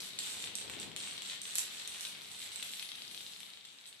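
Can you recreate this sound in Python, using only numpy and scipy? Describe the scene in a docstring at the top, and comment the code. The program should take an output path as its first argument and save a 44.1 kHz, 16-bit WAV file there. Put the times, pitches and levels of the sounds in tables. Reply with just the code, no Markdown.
"""Three spiral rows of small plastic dominoes start toppling at once on a stone floor, over a low rumble.
Each tile knocks the next and the leaning tiles chatter on one another, while a bare room rings behind.
Now and then a run slaps flat on the stone with a bright crack, then rattles as it settles.
One row runs out at 1.6 s; the other two clatter on, thinner and softer."""
import sys
import numpy as np
from scipy import signal
from scipy.fft import rfft, irfft
from scipy.io import wavfile

SR = 44100
rng = np.random.default_rng(int(sys.argv[2]) if len(sys.argv) > 2 else 0)


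def pcm_store(signal):
    """Save signal as 16-bit PCM."""
    levels = np.round(np.clip(np.atleast_2d(signal), -1, 1) * 32767)
    wavfile.write(sys.argv[1], SR, levels.astype(np.int16).T)


N = 176400
T = np.arange(N) / SR
ONSET_LAG_S = .0011  # short fixed delay from each cue to its hit
MIC_LAG_S, PAN_SCATTER_DB = .00005, 1.6
TILE_HZ, CLACK_SPREAD_OCT = 3760, .15
TILE_CONTACT = dict(ring_s=.00061, grit=.27, grit_s=.00077, tick=.43)
STONE_CONTACT = dict(ring_s=.0018, grit=.26, grit_s=.00091, tick=.3)


def amp(db):
    """Decibels to gain."""
    return 10 ** (np.asarray(db) / 20)


def fader(table, t):
    """Gain of a level curve at times t."""
    return amp(np.interp(t, *np.array(table).T))


def eq_response(eq, size=2048):
    """Minimum-phase impulse response of an EQ curve (freq_hz, gain_db)."""
    hz, db = np.array(eq, float).T
    bins_hz = np.maximum(np.fft.rfftfreq(size, 1 / SR), 1)
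    cepstrum = irfft(np.log(amp(np.interp(np.log(bins_hz), np.log(hz), db))))
    cepstrum[1:size // 2] *= 2
    cepstrum[size // 2 + 1:] = 0
    return irfft(np.exp(rfft(cepstrum)))


def through(x, impulse):
    """Sound passed through an impulse response."""
    return signal.fftconvolve(np.atleast_2d(x), np.atleast_2d(impulse), axes=1)[:, :N]


def arrival(when, side, place):
    """Sample at which a hit starts in the left (+1) or right (-1) channel."""
    return ((when + ONSET_LAG_S - side * MIC_LAG_S * (1 + place) / 2) * SR).astype(int)


def contacts(times, gains, eq, hz, spread_oct, ring_s, grit, grit_s, tick, ring=.16, size=256):
    """Hard contacts: a tick, a trace of grit and a very short ring, each with its own pitch and place."""
    out, t = np.zeros((2, N + 2 * size)), np.arange(size) / SR
    chance = np.random.default_rng(rng.integers(1 << 30)).standard_normal((len(times), 2 * size + 3))
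    detune, pan, place = chance[:, :3].T
    noise = chance[:, 3:].reshape(-1, 2, size)
    pitch = hz * 2 ** (spread_oct * detune)
    rings = ring * np.cos(2 * np.pi * pitch[:, None] * t) * np.exp(-t / ring_s)
    hits = rings[:, None] + grit * noise * np.exp(-t / grit_s)
    hits[:, :, 0] += tick
    for ch, side in enumerate((1, -1)):
        panned = gains * amp(side * PAN_SCATTER_DB * pan / 2)
        for i, gain, hit in zip(arrival(times, side, place), panned, hits[:, ch]):
            if 0 <= i < N:
                out[ch, i:i + size] += gain * hit
    colour = eq_response(eq)
    return through(out[:, :N], colour / np.abs(colour).max() / 2)


# Boomy tone of the low bed: freq_hz, gain_db
RUMBLE_EQ = [(25, -25), (50, -21), (80, -3.5), (100, -3), (116, 0), (135, -6.5), (160, 2), (182, -8.5),
             (200, 5.5), (215, -7.5), (235, -0.5), (300, -5.5), (450, -5.5), (600, -13), (1500, -19.5),
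             (6000, -29.5)]
# Fader ride on the bed: time_s, level_db
RUMBLE_RIDE = [(0.0, -61), (0.07, -64), (0.54, -58), (0.59, -64.5), (0.63, -55.5), (0.83, -53.5),
               (1.2, -63.5), (1.57, -66.5), (2.75, -66), (2.78, -70.5), (3.16, -65), (3.56, -73),
               (3.97, -75), (4.0, -87)]
def rumble(width=.71, trim_db=-.5):
    """A low noise bed with a few boomy resonances; it swells early on, then sinks away."""
    noise = rng.standard_normal(N) + width * rng.standard_normal((2, N))
    bed = through(noise, eq_response(RUMBLE_EQ, size=8192))
    return bed / bed.std() * fader(RUMBLE_RIDE, T) * amp(trim_db)


def room(x, tail_db=2, low_t60_s=.68, treble_t60_s=.33, build_s=.005, echo_s=.0052, echo_db=-8, steps=40):
    """One near reflection and a diffuse tail whose treble dies first; both shift as the fronts travel."""
    t, hop = T[:SR // 2], N // steps
    out = np.zeros((2, N + SR))
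    crossover = signal.butter(2, 5000, fs=SR, output="sos")
    for k in range(steps + 1):
        noise = rng.standard_normal((2, len(t)))
        low = signal.sosfilt(crossover, noise)
        tail = low * amp(-60 * t / low_t60_s) + (noise - low) * amp(-60 * t / treble_t60_s)
        tail *= 1 - np.exp(-t / build_s)
        impulse = amp(tail_db) * tail / np.linalg.norm(tail, axis=1, keepdims=True)
        delay_s = echo_s * (1 + .089 * rng.uniform(-1, 1, 2))
        impulse[[0, 1], (delay_s * SR).astype(int)] += amp(echo_db)
        span = np.arange(max((k - 1) * hop, 0), min((k + 1) * hop, N))
        crossfade = np.cos(np.pi / 2 * (span / hop - k))
        wet = signal.fftconvolve(x[:, span] * crossfade, impulse, axes=1)
        out[:, span[0]:span[0] + wet.shape[1]] += wet
    return out[:, :N]


# Force of the toppling, riding both the chatter and the rows: time_s, gain_db
FORCE_RIDE = [(0, 10), (.06, 1.5), (.16, 1), (.2, 6), (.45, 2.5), (.53, -6), (.6, 0.5), (.83, 1),
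              (.94, -21), (.98, 5), (1.17, 1.5), (1.33, 6), (1.39, -13), (1.46, 4), (1.7, 3), (1.95, 2),
              (2.07, 5), (2.18, 0.5), (2.5, 3), (2.65, -1.5), (2.9, -0.5), (3.05, -2.5), (3.3, -3.5),
              (3.6, -7), (3.9, -5.5), (4, -7)]
# Tone of tiles slipping on tiles: freq_hz, gain_db
CHATTER_EQ = [(60, -30), (200, -13.5), (500, -8), (1000, -5), (1600, -1), (2400, -1), (3300, -7),
              (4600, -0.5), (4950, -15), (5600, -8.5), (7000, -5), (9000, -7.5), (12000, -1), (14000, -8),
              (14600, -27)]
def chatter(ticks_per_s=400, level_db=-45, scatter_db=3.5, count=3000):
    """Behind each front the leaning tiles slip and tick against one another."""
    times = np.cumsum(rng.exponential(size=count)) / ticks_per_s
    tick_db = level_db + scatter_db * np.minimum(rng.standard_normal(count), 2)
    gains = amp(tick_db) * fader(FORCE_RIDE, times)
    return contacts(times, gains, CHATTER_EQ, TILE_HZ, spread_oct=.43, **TILE_CONTACT)


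def clacks(times, gains, hz, swell_s=.00019, ring_db=-22, ring_s=.0013, size=256):
    """The body of a struck tile: a clack that swells and dies in a few cycles, then rings faintly."""
    out, t = np.zeros((2, N + size)), np.arange(size) / SR
    envelope = (t / swell_s * np.exp(1 - t / swell_s)) ** 2 + amp(ring_db) * np.exp(-t / ring_s)
    for when, gain, pitch, place in zip(times, gains, hz, rng.standard_normal(len(times))):
        for ch, side in enumerate((1, -1)):
            i = arrival(when, side, place)
            if 0 <= i < N:
                out[ch, i:i + size] += gain * envelope * np.sin(2 * np.pi * pitch * t)
    return out[:, :N]


# Tone of the edge tick, tile on tile: freq_hz, gain_db
TICK_EQ = [(60, -29), (200, -28), (500, -10), (1000, -20), (1600, -16), (2400, -7), (3300, -2), (4400, -3),
           (4950, -7), (5600, 6), (7000, -17), (9000, -12), (12000, -13), (14500, -22)]
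def knocks(times, gains, hz, tick_db=-10, corner_lag_s=.001792, corner_db=-9.5):
    """A tile strikes the next: the edges tick and one corner clacks just before the other."""
    second_corner = times + corner_lag_s * (.5 + rng.random(len(times)))
    ticks = contacts(times, gains * amp(tick_db), TICK_EQ, hz, CLACK_SPREAD_OCT, **TILE_CONTACT)
    return clacks(times, gains, hz) + clacks(second_corner, gains * amp(corner_db), hz) + ticks


# Knock patterns of the three rows: tiles_per_s, level_db, pattern_until_s
# From 2.85 s the lead row runs on in KNOCK_CUES, its knocks listed one by one.
DOMINO_ROWS = [(33.34, -43, 2.85), (28.98, -42, 4.2), (36.32, -47.5, 1.6)]
def rows(timing_scatter=.14, scatter_db=3, count=180):
    """Along each row the tiles knock one another over at a nearly even pace."""
    out = 0
    for tiles_per_s, level_db, pattern_until_s in DOMINO_ROWS:
        drag, strength, detune = rng.standard_normal((count, 3)).T
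        times = (np.cumsum(1 + timing_scatter * drag) - 1) / tiles_per_s
        knock_db = level_db + scatter_db * np.minimum(strength, 1)
        gains = amp(knock_db) * fader(FORCE_RIDE, times) * (times < pattern_until_s)
        out = out + knocks(times, gains, TILE_HZ * 2 ** (CLACK_SPREAD_OCT * detune))
    return out


# Tile-on-tile accents, and the lead row from 2.85 s: start_s, level_db, pitch_hz
KNOCK_CUES = [(0.187, -25, 4070), (0.2684, -33.5, 3230), (0.2985, -38, 4060), (0.341, -39, 3480),
              (0.4065, -37, 3630), (0.4397, -29, 3360), (0.4722, -31, 3300), (0.5841, -33, 3360),
              (0.6136, -33.5, 3260), (0.6971, -32.5, 2500), (0.7354, -32.5, 3100), (0.7662, -37, 3280),
              (0.829, -30, 3580), (0.9153, -37, 2960), (0.9622, -30.5, 3300), (1.0021, -35, 3950),
              (1.035, -33, 3500), (1.073, -33.5, 2900), (1.0826, -40, 3500), (1.1101, -34, 4090),
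              (1.178, -31, 3630), (1.1854, -39, 4030), (1.2198, -32, 3380), (1.2593, -36, 4100),
              (1.2973, -29, 3880), (1.3185, -32, 3520), (1.454, -33, 3380), (1.7963, -33.5, 3870),
              (1.946, -34, 3400), (2.0504, -28.5, 3800), (2.416, -33.5, 3920), (2.4268, -34.5, 3840),
              (2.5177, -42, 3330), (2.5586, -33.5, 3950), (2.5973, -34, 3130), (2.6259, -27, 3480),
              (2.6608, -35, 3690), (2.6906, -35, 3890), (2.7347, -31, 3600), (2.7689, -38, 3130),
              (2.795, -28, 4100), (2.8254, -33, 3230), (2.8888, -32.5, 4200), (2.9169, -30.5, 3580),
              (2.9529, -34.5, 3850), (2.9842, -37, 3100), (3.019, -31, 4030), (3.0492, -38.5, 3650),
              (3.0777, -35, 4550), (3.1118, -36.5, 3500), (3.1455, -32.5, 3700), (3.1759, -33, 4040),
              (3.2062, -34, 3760), (3.264, -33.5, 4070), (3.3232, -39.5, 3900), (3.3346, -37.5, 4200),
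              (3.3618, -40.5, 3550), (3.404, -38.5, 3300), (3.4308, -38, 3370), (3.465, -41, 3820),
              (3.502, -41, 3720), (3.535, -39, 3840), (3.5724, -40.5, 3340), (3.609, -42, 3830),
              (3.6504, -41, 3770), (3.655, -42.5, 3730), (3.6864, -42, 3950), (3.7854, -40, 4000),
              (3.8562, -40, 3860), (3.9265, -41, 3750)]
def hard_knocks():
    """The hardest strikes of tile on tile poke out of the clatter."""
    start_s, level_db, pitch_hz = np.array(KNOCK_CUES).T
    return knocks(start_s, amp(level_db), pitch_hz)


# Bright click of a tile on stone: freq_hz, gain_db
CLICK_EQ = [(100, -33), (1000, -16), (2000, -8.5), (3300, -1), (4400, 3.5), (4950, -3.5), (5800, 3),
            (7000, -0.5), (8100, -2), (9500, -0.5), (10600, -17.5), (13000, -2), (14100, -6),
            (14700, -19.5)]
# Brittle top of an edge on stone: freq_hz, gain_db
CRACK_EQ = [(500, -46), (4500, -0.5), (5800, -0.5), (8500, -12), (9600, -1.5), (10500, 0), (12000, 0.5),
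            (13200, 2), (14200, -12.5), (14800, -24.5)]
def on_stone(times, gains, hz, crack_db, crack_hz=11630, spread_oct=.1):
    """Tiles hit the stone floor: a bright click layered with the high crack of an edge."""
    click = contacts(times, gains, CLICK_EQ, hz, spread_oct, **STONE_CONTACT)
    crack = contacts(times, gains * amp(crack_db), CRACK_EQ, crack_hz, spread_oct, **STONE_CONTACT)
    return click + crack


# Flat falls and their rattles: start_s, slap_db, rattle_db, rattle_s, pitch_hz, crack_gain_db
SLAP_CUES = [(0.004, -34, -42, 0.092, 7780, 2.5), (0.189, -23, -37.5, 0.13, 7700, -4),
             (0.261, -34, -39.5, 0.13, 8150, -5), (0.387, -39, -34.5, 0.072, 7800, -7.5),
             (0.5525, -21.5, -36.5, 0.07, 8070, -18), (0.697, -31, -41, 0.042, 7450, -18),
             (0.7986, -28.5, -37, 0.03, 7670, -9), (0.917, -43, -59, .015, 7900, -12),
             (0.9622, -26, -37.5, 0.17, 8270, -19), (1.2196, -31.5, -39, 0.13, 7600, -10),
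             (1.4157, -28, -39, 0.18, 8170, -8), (1.5538, -20.5, -32, 0.029, 7770, 6),
             (1.5829, -14.5, -31.5, 0.021, 8040, -0.5), (1.5916, -21, -51, 0.03, 7830, -3.5),
             (1.724, -35, -41, 0.11, 7880, -3), (1.875, -26, -41.5, 0.17, 8400, -3.5),
             (2.008, -26, -36.5, 0.087, 9400, -3), (2.208, -47, -50, 0.13, 8340, 3),
             (2.315, -33.5, -43.5, .06, 8700, -4), (2.3883, -35, -40, 0.075, 7870, -1.5),
             (2.517, -36, -37, 0.028, 8700, -5), (2.558, -26, -40.5, 0.083, 8570, -14),
             (2.628, -31.5, -43, 0.2, 7770, 4.5), (2.824, -30.5, -44.5, 0.09, 9240, 2),
             (2.957, -39.5, -50, 0.18, 8000, 3.5), (3.1114, -39, -48, 0.14, 8400, 4.5),
             (3.211, -41, -49.5, 0.22, 7300, 4.5), (3.402, -40.5, -52, 0.079, 7900, 5.5),
             (3.501, -46, -56.5, 0.12, 8200, -10), (3.651, -40, -54.5, 0.11, 8000, -12),
             (3.863, -38, -41.5, 0.033, 8700, -4)]
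def rattles(bounces_per_s=230, scatter_db=3, count=50):
    """After each slap the neighbouring tiles bounce and settle."""
    start_s, _, rattle_db, rattle_s, pitch_hz, crack_db = np.array(SLAP_CUES).T[:, :, None]
    after_s = (1 + np.arange(count) + rng.random((len(SLAP_CUES), count))) / bounces_per_s
    settle = 1 / (1 + (after_s / rattle_s) ** 6)
    gains = settle * amp(rattle_db + scatter_db * np.minimum(rng.standard_normal(after_s.shape), 1))
    times = start_s + after_s
    return on_stone(times.ravel(), gains.ravel(), np.repeat(pitch_hz, count), np.repeat(crack_db, count))


def slaps(min_crack_db=-4):
    """A tile lands flat on the stone, always with some brittle snap."""
    start_s, slap_db, _, _, pitch_hz, crack_db = np.array(SLAP_CUES).T
    return on_stone(start_s, amp(slap_db), pitch_hz, np.maximum(crack_db, min_crack_db))


def scene(accent_send_db=-2.5):
    """The mix: the hardest hits face the microphones, so they send less to the room than the clatter."""
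    accents = hard_knocks() + slaps()
    clatter = rows() + chatter() + rattles()
    reverb = room(amp(accent_send_db) * accents + clatter)
    return accents + clatter + reverb + rumble()


# Tone of the left and right microphones: freq_hz, gain_db
LEFT_MIC_EQ = [(100, 2.5), (250, 5.5), (700, 5), (1400, 3), (2400, 4.5), (3700, 8.5), (4800, 1), (6000, 5),
               (8000, 1), (10000, 2.5), (14000, -7)]
RIGHT_MIC_EQ = [(100, -10.5), (250, -9), (700, 5), (1400, 1), (2400, 3), (3700, 0), (4800, 1.5), (6500, 3),
                (8100, 12.5), (10000, 2), (14000, -8.5)]
def record(dry):
    """A phone about a metre up: two differently coloured microphones and a steep high cut."""
    coloured = through(dry, [eq_response(LEFT_MIC_EQ), eq_response(RIGHT_MIC_EQ)])
    high_cut = signal.ellip(8, .2, 70, 14800, fs=SR, output="sos")
    return signal.sosfilt(high_cut, coloured)


dry = scene()
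out = record(dry)
pcm_store(out)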